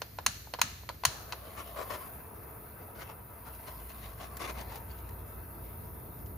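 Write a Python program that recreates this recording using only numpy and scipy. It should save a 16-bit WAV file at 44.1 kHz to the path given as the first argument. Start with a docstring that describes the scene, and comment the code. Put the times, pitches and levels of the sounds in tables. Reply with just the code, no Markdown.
"""A butane pencil torch in a garage, over a low rumble and a wandering hum; gas hisses throughout (shaped noise).
First the trigger clacks and the piezo igniter snaps three times (ringing body modes plus noise cracks);
a low puff of band noise follows each snap, and the garage rings briefly.
The third spark lights the gas: the hiss changes colour and a small flame roars softly (drifting noise).
It tears in crackling bursts when the torch is swung; later, thin ticks (ringing noise) come from the hand."""
import sys
import numpy as np
from scipy import signal
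from scipy.fft import rfft, irfft, next_fast_len
from scipy.io import wavfile
from scipy.ndimage import uniform_filter1d, map_coordinates

SR = 44100
rng = np.random.default_rng(int(sys.argv[2]) if len(sys.argv) > 2 else 0)


def dump_mix(stems):
    """Bounce the given channels to the path in sys.argv[1] as a 16-bit WAV at rate SR."""
    frames = np.atleast_2d(stems).T  # one column per channel
    limited = np.clip(frames, -1, 1)  # hard clip at full scale
    pcm = np.round(limited * 32767).astype(np.int16)
    wavfile.write(sys.argv[1], SR, pcm)


N = 280917  # samples


def amp(db):
    """Decibels to gain."""
    return 10 ** (np.asarray(db) / 20)


def unit(x):
    """Scale to rms 1."""
    return x / np.sqrt(np.mean(x ** 2) + 1e-20)


def along(points, hz):
    """Interpolate (f/Hz, value) points on a log frequency axis."""
    f, v = np.transpose(points)
    return np.interp(np.log(hz + 1), np.log(f + 1), v)


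def curves(rows):
    """One value per sample for each column after the time."""
    s, *cols = np.transpose(rows)
    return [np.interp(np.arange(N) / SR, s, c) for c in cols]


def wobble(rate_hz):
    """A smooth random curve with rate_hz knots a second."""
    knots = rng.standard_normal(int(N * rate_hz / SR) + 4)
    return map_coordinates(knots, [np.arange(N) * rate_hz / SR])


def filtered(x, response):
    """Filter x by a complex response of frequency."""
    n = x.shape[-1]
    m = next_fast_len(n + SR // 4)
    return irfft(rfft(x, m) * response(np.fft.rfftfreq(m, 1 / SR)), m)[..., :n]


def equalized(x, points):
    """Filter x by (f/Hz, gain/dB) points."""
    return filtered(x, lambda hz: amp(along(points, hz)))


def highpassed(x, cutoff_hz):
    """Fourth-order high-pass."""
    return signal.sosfilt(signal.butter(4, cutoff_hz, "high", fs=SR, output="sos"), x)


def lifted(x, resonances):
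    """Lift narrow bands, given as (f/Hz, width/Hz, lift/dB)."""
    def response(f):
        return amp(sum(db / (1 + (2 * (f - hz) / width) ** 2) for hz, width, db in resonances))
    return filtered(x, response)


def glide(x, hz, db, width_hz):
    """Lift or dip one band whose centre, gain and width are given per sample."""
    f, t, z = signal.stft(x, SR, nperseg=2048)
    hz, db, width_hz = [np.interp(t * SR, np.arange(N), c) for c in (hz, db, width_hz)]
    gain = amp(db / (1 + (2 * (f[:, None] - hz) / width_hz) ** 4))
    return signal.istft(z * gain, SR, nperseg=2048)[1][:, :N]


def stereo(pair, alike):
    """Mix two unrelated signals into left and right of a given likeness."""
    def mid_side(hz):
        turn_rad = np.arccos(np.clip(along(alike, hz), -1, 1)) / 2
        return np.array([np.cos(turn_rad), np.sin(turn_rad)])
    mid, side = filtered(pair, mid_side)
    return np.array([mid + side, mid - side])


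def rush(spectrum, alike, patchy_db):
    """Coloured stereo noise of rms 1, with drifting patches of stronger and weaker sound."""
    z = signal.stft(rng.standard_normal((2, N)), nperseg=512)[2]
    field = uniform_filter1d(rng.standard_normal(z.shape[1:]), size=5, axis=0)
    field = uniform_filter1d(field, size=16, axis=1)
    pair = signal.istft(z * amp(patchy_db * unit(field)), nperseg=512)[1][:, :N]
    return unit(stereo(equalized(pair, spectrum), alike))


def add(track, s, sound):
    """Mix a sound into a track at time s."""
    part = track[..., max(round(s * SR), 0):][..., :sound.shape[-1]]
    part += sound[..., :part.shape[-1]]


# hollows of the engine bay: f/Hz, width/Hz, lift/dB
BAY_RESONANCES = [(211, 14.6, 6), (357, 33, 4), (446, 40, 6.5), (674, 140, 6), (1300, 150, 4),
                  (1540, 44, 6), (1760, 35, 3), (2057, 44, 6), (2680, 160, 2.5), (3420, 100, 1.5)]


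def in_engine_bay(x):
    """The hollows of the engine bay lift their own narrow bands."""
    return lifted(x, BAY_RESONANCES)


# left-right likeness of diffuse sound, nearby gas and flame, direct clicks: f/Hz, likeness/0-1
DIFFUSE_LIKENESS = [(60, 0.96), (130, 0.98), (290, 0.68), (640, 0.035), (6500, 0.11), (9000, 1),
                    (15000, 0.815)]
NEAR_LIKENESS = [(60, 0.94), (130, 0.95), (290, 0.58), (640, 0.68), (1400, 0.43), (3100, 0), (6500, 0.7),
                 (9000, 1), (15000, 0.92)]
DIRECT_LIKENESS = [(200, 0.323), (1000, 0.82), (6500, 0.57), (11000, 1)]
# garage levels before trim: t/s, rumble level/dB, hum level/dB
GARAGE_LEVELS = [(0, -55, -55.5), (1.5, -55, -52.5), (2.9, -53.5, -59), (4.0, -54.5, -47),
                 (5.0, -50.5, -46), (6.37, -47.5, -50)]
# rumble spectrum, relative: f/Hz, density/dB per Hz
RUMBLE_SPECTRUM = [(20, -56), (33, -20), (52, -2), (95, 3.5), (140, -5.5), (205, -11.5), (280, -13),
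                   (500, -20.5), (1000, -24), (2000, -35), (4000, -73.5), (16000, -58)]


def background(rumble_db=2, hum_db=-3, hum_hz=61.6, wander_hz=3.46, sway_db=2.5):
    """Low garage rumble (noise) with a hum (sine) that wanders in pitch and level."""
    rumble_level_db, hum_level_db = curves(GARAGE_LEVELS)
    phase = 2 * np.pi * np.cumsum(hum_hz + wander_hz * wobble(12)) / SR
    hum = unit(amp(sway_db * wobble(11)) * np.sin(phase))
    rumble = rush(RUMBLE_SPECTRUM, DIFFUSE_LIKENESS, patchy_db=0.43)
    return amp(rumble_level_db + rumble_db) * rumble + amp(hum_level_db + hum_db) * hum


# low air puffs after the sparks: t/s, level/dB, f/Hz, swell/s
SPARK_PUFFS = [(0.273, -47, 166, 0.012), (0.629, -46, 180, 0.011), (1.059, -38.5, 98, 0.011)]


def puffs():
    """A soft low puff of band noise follows each spark; the deepest is the gas catching."""
    out, t = np.zeros(N), np.arange(SR // 5) / SR
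    for s, db, hz, swell_s in SPARK_PUFFS:
        air = filtered(rng.standard_normal(len(t)), lambda f: 1 / (1 + (2 * (f - hz) / hz) ** 8))
        swell = t / swell_s * np.exp(1 - t / swell_s)
        add(out, s, amp(db) * unit(air * swell) * np.sqrt(np.mean(swell ** 2)))
    return highpassed(out, 50)


# torch ticks in the hand: t/s, level/dB, ring f/Hz
HAND_TICKS = [(3.549, -46, 2500), (3.799, -50, 3000), (3.894, -45.5, 2850), (3.918, -48, 2700),
              (4.100, -51, 2900), (4.133, -50, 4300), (4.369, -34, 1650), (4.611, -41, 4630),
              (4.757, -39, 4650), (4.987, -50, 3800), (5.001, -52, 2200), (5.09, -45, 1900),
              (6.261, -47.5, 1600)]


def tick(ring_db=11, width_hz=450, t60_s=0.046):
    """Thin, bright noise ticks as the torch is turned in the hand, each with a brief ring."""
    out, t = np.zeros((2, N)), np.arange(SR // 10) / SR
    for s, db, hz in HAND_TICKS:
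        noise = amp(-60 * t / t60_s) * rng.standard_normal((2, len(t)))
        add(out, s, amp(db) * lifted(noise, [(hz, width_hz, ring_db)]))
    out = equalized(out, [(400, -8.0), (1600, -4.5), (4500, -6.5), (8000, -5.5), (15000, 2)])
    return stereo(out, DIRECT_LIKENESS)


# torch body modes: f/Hz, level/dB, t60/s before damping
BODY_MODES = [(510, -14, 0.0047), (720, -6.5, 0.0094), (988, -0.5, 0.021), (1430, -3, 0.018),
              (1707, -11.5, 0.026), (2040, -4.5, 0.0208), (2460, -3, 0.015), (2820, -6, 0.012),
              (3090, -3, 0.016), (3790, -9, 0.0122), (4113, -3.5, 0.022), (4330, -6.5, 0.031),
              (4550, -5.5, 0.018), (5240, -4.5, 0.014), (5680, -9, 0.0134), (6190, -2.5, 0.013),
              (6610, -1.5, 0.021), (6950, -3.5, 0.014), (7780, -11.5, 0.022), (9390, -12, 0.04),
              (9690, -11, 0.027), (13850, -18, 0.0345), (14950, -12, 0.016)]


def strike(treble_db, crack_db, crack_t60_s, damping, grip):
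    """One contact on the torch body: modes detuned by the grip, plus a crack; soft contacts lack treble."""
    t = np.arange(SR // 10) / SR
    hz, db, t60_s = np.transpose(BODY_MODES)[:, :, None]
    hz = hz * (1 + grip * rng.standard_normal(hz.shape))
    scatter_db = rng.normal(0, 1.0, (2, len(BODY_MODES), 1))
    db = db + treble_db * along([(1000, 0.016), (3000, 0.94)], hz) + scatter_db
    phase = rng.uniform(0, 2 * np.pi, (2, len(BODY_MODES), 1))
    modes = amp(db - 60 * t * damping / t60_s) * np.sin(2 * np.pi * hz * t + phase)
    ring = np.sum(modes, axis=1)
    crack = amp(crack_db + treble_db - 60 * t / crack_t60_s) * rng.standard_normal((2, len(t)))
    contact = (ring + crack) * (1 - np.exp(-t / 0.00063))
    # so small a body radiates little bass
    return highpassed(contact, 400)


# decay of the room: f/Hz, t60/s
GARAGE_T60 = [(200, 0.28), (1000, 0.6), (4000, 0.74), (7000, 0.65), (14000, 0.67)]
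# colour of the reflections: f/Hz, gain/dB
GARAGE_TONE = [(100, -9), (400, -1), (900, 3.5), (2000, 3), (2600, 4), (3500, 4.5), (4350, 2.5),
               (5400, 5.5), (6700, 2.5), (9000, 2.5), (14000, -4.5)]
# resonances that linger after a click: f/Hz, width/Hz, lift/dB
LINGERING = [(1710, 124, 6.5), (3130, 90, -1.5), (4130, 158, 4), (4370, 220, 4), (5920, 200, 4)]


def in_garage(hit, early_db, late_db, early_t60_s):
    """A hit with quick reflections from engine bay and bonnet, then the room tail, as decaying noise."""
    hz, t, z = signal.stft(rng.standard_normal((2, SR * 3 // 4)), SR, nperseg=256)
    late = signal.istft(z * amp(-60 * t / along(GARAGE_T60, hz)[:, None]), SR, nperseg=256)[1]
    early_decay = amp(-60 * np.arange(late.shape[1]) / SR / early_t60_s)
    early = rng.standard_normal(late.shape) * early_decay
    answer = amp(late_db) * late / np.linalg.norm(late[0])
    answer = answer + amp(early_db) * early / np.linalg.norm(early[0])
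    # the walls gather sound from all directions, which evens out the body's resonances
    power = np.mean(np.abs(rfft(hit, SR)) ** 2, axis=0)
    colour = np.sqrt(np.abs(uniform_filter1d(power, size=900)))
    answer = filtered(answer, lambda f: np.interp(f, np.arange(len(colour)), colour))
    answer = lifted(equalized(answer, GARAGE_TONE), LINGERING)
    delay = round(0.0055 * SR)
    out = np.pad(stereo(answer, DIFFUSE_LIKENESS), ((0, 0), (delay, 0)))
    add(out, 0, hit)
    return out


# trigger and catch contacts: t/s, level/dB before trim, treble/dB before hardness
TRIGGER_CLACKS = [(0.018, -22.5, -7.5), (0.1864, -19, -20), (0.472, -35.5, -30), (0.537, -26.5, -3),
                  (0.547, -25.5, -35), (0.5877, -21, -27.5), (0.593, -26, -12.5), (0.834, -35, -26),
                  (0.8901, -23.5, -8), (0.898, -22.5, -30), (1.036, -16, -19.5), (1.323, -25, -5),
                  (1.3308, -20.5, -22.5)]


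def trigger(clack_db=-5.0, hardness_db=4):
    """The plastic trigger knocks on its stops, damped and shielded by the hand."""
    out = np.zeros((2, N))
    for s, db, treble_db in TRIGGER_CLACKS:
        knock = strike(treble_db + hardness_db, crack_db=4.0, crack_t60_s=0.026, damping=1.04, grip=0.034)
        heard = in_garage(stereo(knock, DIRECT_LIKENESS), early_db=-13, late_db=-17, early_t60_s=0.08)
        add(out, s, amp(db + clack_db) * heard)
    return equalized(out, [(500, 10.0), (1000, -0.5), (4500, 0.0), (7000, -9.5), (15000, -11.0)])


# piezo hammer blows: t/s, level/dB before trim, treble/dB, rebound delay/s
HAMMER_BLOWS = [(0.2632, -15.5, 2, 0.0025), (0.615, -13, -0.5, 0.0017), (1.0515, -11.5, 0, .0025)]


def igniter(rebound_db=-2, snap_db=-3.0, grip=0.007):
    """The spring hammer hits the piezo crystal and rebounds once; the grip detunes each strike."""
    out = np.zeros((2, N))
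    for s, db, treble_db, rebound_s in HAMMER_BLOWS:
        snap = strike(treble_db, crack_db=5.0, crack_t60_s=0.013, damping=1.59, grip=grip)
        rebound = strike(treble_db + 2.5, crack_db=-1.5, crack_t60_s=0.012, damping=1.47, grip=grip)
        add(snap, rebound_s, amp(rebound_db) * rebound)
        direct = stereo(snap, DIRECT_LIKENESS)
        heard = in_garage(direct, early_db=-15.0, late_db=-16.5, early_t60_s=0.12)
        add(out, s, amp(db + snap_db) * heard)
    return out


def alight(light_s=1.06, rise_s=0.018):
    """0 before the gas catches, then a quick rise to 1."""
    return np.clip((np.arange(N) / SR - light_s) / rise_s, 0, 1)


# where the torch is held, twice raised and twice lowered to the work: t/s, distance from engine cover/m
TORCH_HEIGHT = [(1.25, 0.3), (1.55, 0.4), (2.03, 0.39), (2.3, 0.19), (3.36, 0.18), (3.58, 0.36),
                (4.55, 0.34), (5.15, 0.21), (5.7, 0.19)]


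def held_m():
    """Distance of the torch from the engine cover."""
    return curves(TORCH_HEIGHT)[0]


def raised(work_m=0.17):
    """Metres by which the torch is held above its working position."""
    return held_m() - work_m


# gas spectra, relative (unlit, burning, lower band of the burning hiss): f/Hz, density/dB per Hz
COLD_SPECTRUM = [(300, -28.5), (2000, -7.5), (3500, -15), (4300, -10.5), (5500, -13), (8000, -15.5),
                 (10300, -12), (11600, -10), (12900, 2.5), (14500, -5), (15800, -17.5)]
HOT_SPECTRUM = [(300, -54), (7000, -33), (10500, -20), (12000, 2), (13000, 4), (14000, 6), (15800, -4.5)]
SKIRT_SPECTRUM = [(300, -42), (4000, -14), (7500, -25.5), (9000, -8.5), (10500, 1.5), (11600, 3.5),
                  (13000, -6.5), (15800, -19.5)]
# dark band sliding through the hiss as the nozzle turns: t/s, f/Hz, gain/dB
NOZZLE_BAND = [(2.15, 12300, 3), (2.28, 13100, -9), (2.36, 14300, -9), (2.48, 15200, -1), (2.56, 12950, -7),
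               (3.35, 12900, -1.5), (3.55, 12900, 0), (4.2, 13000, -3), (4.3, 13800, -6), (4.42, 14600, 0)]
# hiss before trims: t/s, level/dB
HISS_LEVEL = [(0, -58), (1.0, -59), (1.15, -56), (1.5, -56), (1.87, -52), (2.35, -52.5), (3.3, -55),
              (3.67, -52.3), (4.2, -55), (4.98, -54), (5.08, -54.5), (5.75, -53.2), (6.37, -53.8)]


def gas(cold_db=3, hot_db=1.5, skirt_db=-5.5, skirt_db_per_m=12.5, waver_db=0.5, dip_width_hz=1100):
    """The jet hisses from the nozzle throughout, broader once it burns and when it is raised."""
    def jet(spectrum):
        return rush(spectrum, NEAR_LIKENESS, patchy_db=1.3)
    lit = alight()
    cold = amp(cold_db) * jet(COLD_SPECTRUM)
    top = amp(hot_db) * jet(HOT_SPECTRUM)
    skirt = amp(skirt_db + skirt_db_per_m * raised()) * jet(SKIRT_SPECTRUM)
    hot = glide(top + skirt, *curves(NOZZLE_BAND), np.full(N, dip_width_hz))
    level = amp(curves(HISS_LEVEL)[0] + waver_db * wobble(28))
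    return level * ((1 - lit) * cold + lit * hot)


# torn flame spectrum, relative: f/Hz, density/dB per Hz
TORN_SPECTRUM = [(60, -25), (250, -7), (400, -1), (620, 2), (820, -2.5), (1100, -1), (1550, -6),
                 (2100, -4.5), (3000, -10), (4400, -12), (6000, -16), (8000, -17), (11000, -17),
                 (16000, -41.5)]


def ragged(crackle, pops_per_s=700):
    """Noise of a torn flame: fluttering, with pockets of gas burning off as tiny pops."""
    pops = (rng.random(N) < pops_per_s / SR) * rng.standard_normal(N)
    pops = unit(equalized(pops, TORN_SPECTRUM))
    flutter = amp(1.7 * wobble(260))
    return unit(flutter * rush(TORN_SPECTRUM, NEAR_LIKENESS, patchy_db=3) + crackle * pops)


def turbulence(base_db=-74.5, db_per_m=52.5, unrest_db=2.0, flickers_per_s_per_m=35, flicker_db=-27):
    """Strength of the flame's turbulence: more restless when raised, with chance flickers."""
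    height_m = raised()
    starts = rng.random(N) < flickers_per_s_per_m * height_m / SR
    flicker_s = 0.007
    flickers = signal.fftconvolve(starts.astype(float), np.hanning(round(flicker_s * SR)), "same")
    strength = amp(base_db + db_per_m * height_m + unrest_db * wobble(30))
    return strength * (1 + amp(flicker_db) * flickers)


# tears in moving air: t/s, length/s, level/dB before trim, build-up/s, treble/dB, resonance f/Hz, lift/dB
FLAME_TEARS = [(1.563, 0.046, -52, 0.017, -0.5, 1350, 6), (1.758, 0.069, -50.5, 0.016, -2, 1200, 3),
               (1.893, 0.062, -48, 0.014, -3, 1750, 2), (1.988, .05, -63.5, .015, 0, 1100, 10),
               (2.947, 0.034, -61, 0.012, -2, 1500, 13.5), (2.983, 0.044, -51.5, 0.03, -2, 1530, 10.5),
               (3.045, 0.037, -60, .01, -8, 2700, 15), (3.086, 0.032, -56, 0.012, -7, 2730, 7),
               (3.447, 0.042, -59.5, 0.018, -2.5, 1350, 8), (3.662, 0.026, -56, 0.012, -1, 2800, 5),
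               (4.015, 0.046, -59.5, 0.017, 0, 3480, 3), (4.188, 0.055, -56.5, 0.027, 1, 700, 10),
               (4.391, 0.044, -49.5, .012, 1, 2040, 5.5), (4.437, 0.028, -50.5, 0.008, -0.5, 3500, 10),
               (4.47, 0.034, -51, 0.027, 2.5, 380, 8), (4.54, 0.074, -53.5, 0.04, -0.5, 1400, -2),
               (4.694, 0.077, -54.5, 0.031, -2.5, 1100, -1), (4.889, .03, -72, .016, 9, 4500, 10)]


def tears(noise, flutter_db=0.7, release_s=0.014, width_hz=220):
    """Each burst builds up, holds, then dies away, with its own brightness and resonance."""
    out, t = np.zeros((2, N)), np.arange(SR // 5) / SR
    noise = noise * amp(flutter_db * wobble(70))
    for s, length_s, db, build_s, treble_db, hz, lift_db in FLAME_TEARS:
        gate = np.clip(t / build_s, 0, 1) * np.exp(-np.maximum(t - length_s, 0) / release_s)
        burst = gate * noise[:, round(s * SR):][:, :len(t)]
        burst = equalized(burst, [(1200, 0), (4000, treble_db)])
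        add(out, s, amp(db) * lifted(burst, [(hz, width_hz, lift_db)]))
    return out


# mirroring surfaces, the flame's far side radiating in opposite phase: extra path/m per m held, gain
MIRROR_SURFACES = [(2.2, -0.11), (4.4, 0.059)]


def mirrored(x, spread=0.01):
    """Nearby surfaces return the flame; the comb of their echoes slides as the torch moves."""
    n = np.arange(N)
    lag = (held_m() + 0.002 * wobble(3)) / 343 * SR  # samples per unit of path, sound at 343 m/s

    def hear(v, side):
        return v + sum(gain * np.interp(n - lag * path * side, n, v) for path, gain in MIRROR_SURFACES)
    return np.array([hear(x[0], 1 - spread), hear(x[1], 1 + spread)])


# resonance of the gap between torch and bonnet: t/s, f/Hz, lift/dB
GAP_RESONANCE = [(1.25, 1130, 2.5), (1.6, 1130, 8.5), (1.85, 1080, 9), (2.1, 1010, 4.5), (2.4, 954, 2.5),
                 (3.4, 954, 6.5), (3.65, 935, 8.5), (3.9, 1030, 5), (4.25, 1110, 8), (4.47, 1060, 4),
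                 (4.6, 940, 6.5), (5.9, 950, 8)]


def in_gap(x, width_hz=76, width_hz_per_m=580):
    """One resonance glides through the flame as the torch moves, broader when raised."""
    return glide(x, *curves(GAP_RESONANCE), width_hz + width_hz_per_m * raised())


# flame roar before trim: t/s, level/dB
ROAR_CURVE = [(1.1, -50), (1.6, -59), (2.0, -51), (2.5, -51.5), (3.9, -55.5), (4.6, -52), (5.8, -54),
              (6.37, -59)]
# roar spectrum, relative: f/Hz, density/dB per Hz
ROAR_SPECTRUM = [(40, -6.5), (120, -4.5), (450, 1.5), (750, -0.5), (950, 2), (1300, -2), (1560, -5),
                 (1720, -6), (2100, -12), (2650, -10), (3500, -56), (8000, -42)]
# lean of the tears, plus on the left and minus on the right: f/Hz, gain/dB
TEAR_BALANCE = [(200, -4), (700, 3), (2400, 2.1), (8000, 0.3)]
# the flame burns to the left: f/Hz, lead of the left side/rad
LEFT_LEAD = [(120, 0.05), (400, 0.72), (1500, 0.4), (4000, 0.02), (8000, 0)]


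def torch(roar_db=-4, sway_db=0.6, flicker_db=0.5, restless_db=7.5, torn_db=8.0, left_db=1.43):
    """The flame roars softly in the engine bay and tears in quick crackling bursts."""
    sides = np.array([[1], [-1]])
    roar_level_db = curves(ROAR_CURVE)[0] + roar_db + sway_db * wobble(7) + flicker_db * wobble(35)
    roar = amp(roar_level_db) * rush(ROAR_SPECTRUM, NEAR_LIKENESS, patchy_db=1.33)
    restless = amp(restless_db) * turbulence() * ragged(crackle=0.42)
    steady = in_engine_bay(roar + restless) * amp(left_db * sides)
    bursts = amp(torn_db) * tears(ragged(crackle=0.46))
    bursts = filtered(bursts, lambda hz: amp(along(TEAR_BALANCE, hz) * sides))
    flame = mirrored(steady + bursts)
    flame = filtered(flame, lambda hz: np.exp(0.5j * along(LEFT_LEAD, hz) * sides))
    return alight() * in_gap(flame)


def scene(left_db=0.5):
    """The background heard in the engine bay, the clicks, puffs, gas and flame."""
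    clicks = (igniter() + trigger() + tick()) * amp([[left_db], [-left_db]])
    return in_engine_bay(background()) + puffs() + clicks + gas() + torch()


def record(dry, top=1.0, top_hz=15900):
    """The phone rounds off tall peaks, turns its channels apart in treble phase and limits the band."""
    held = dry / (1 + np.abs(dry / top) ** 4) ** (1 / 4)

    def response(hz):
        turn_rad = np.pi * np.maximum(hz - 6500, 0) / 3750
        return np.exp(1j * np.array([-turn_rad, turn_rad])) / np.sqrt(1 + (hz / top_hz) ** 200)
    return filtered(held, response)


dry = scene()
out = record(dry)
dump_mix(out)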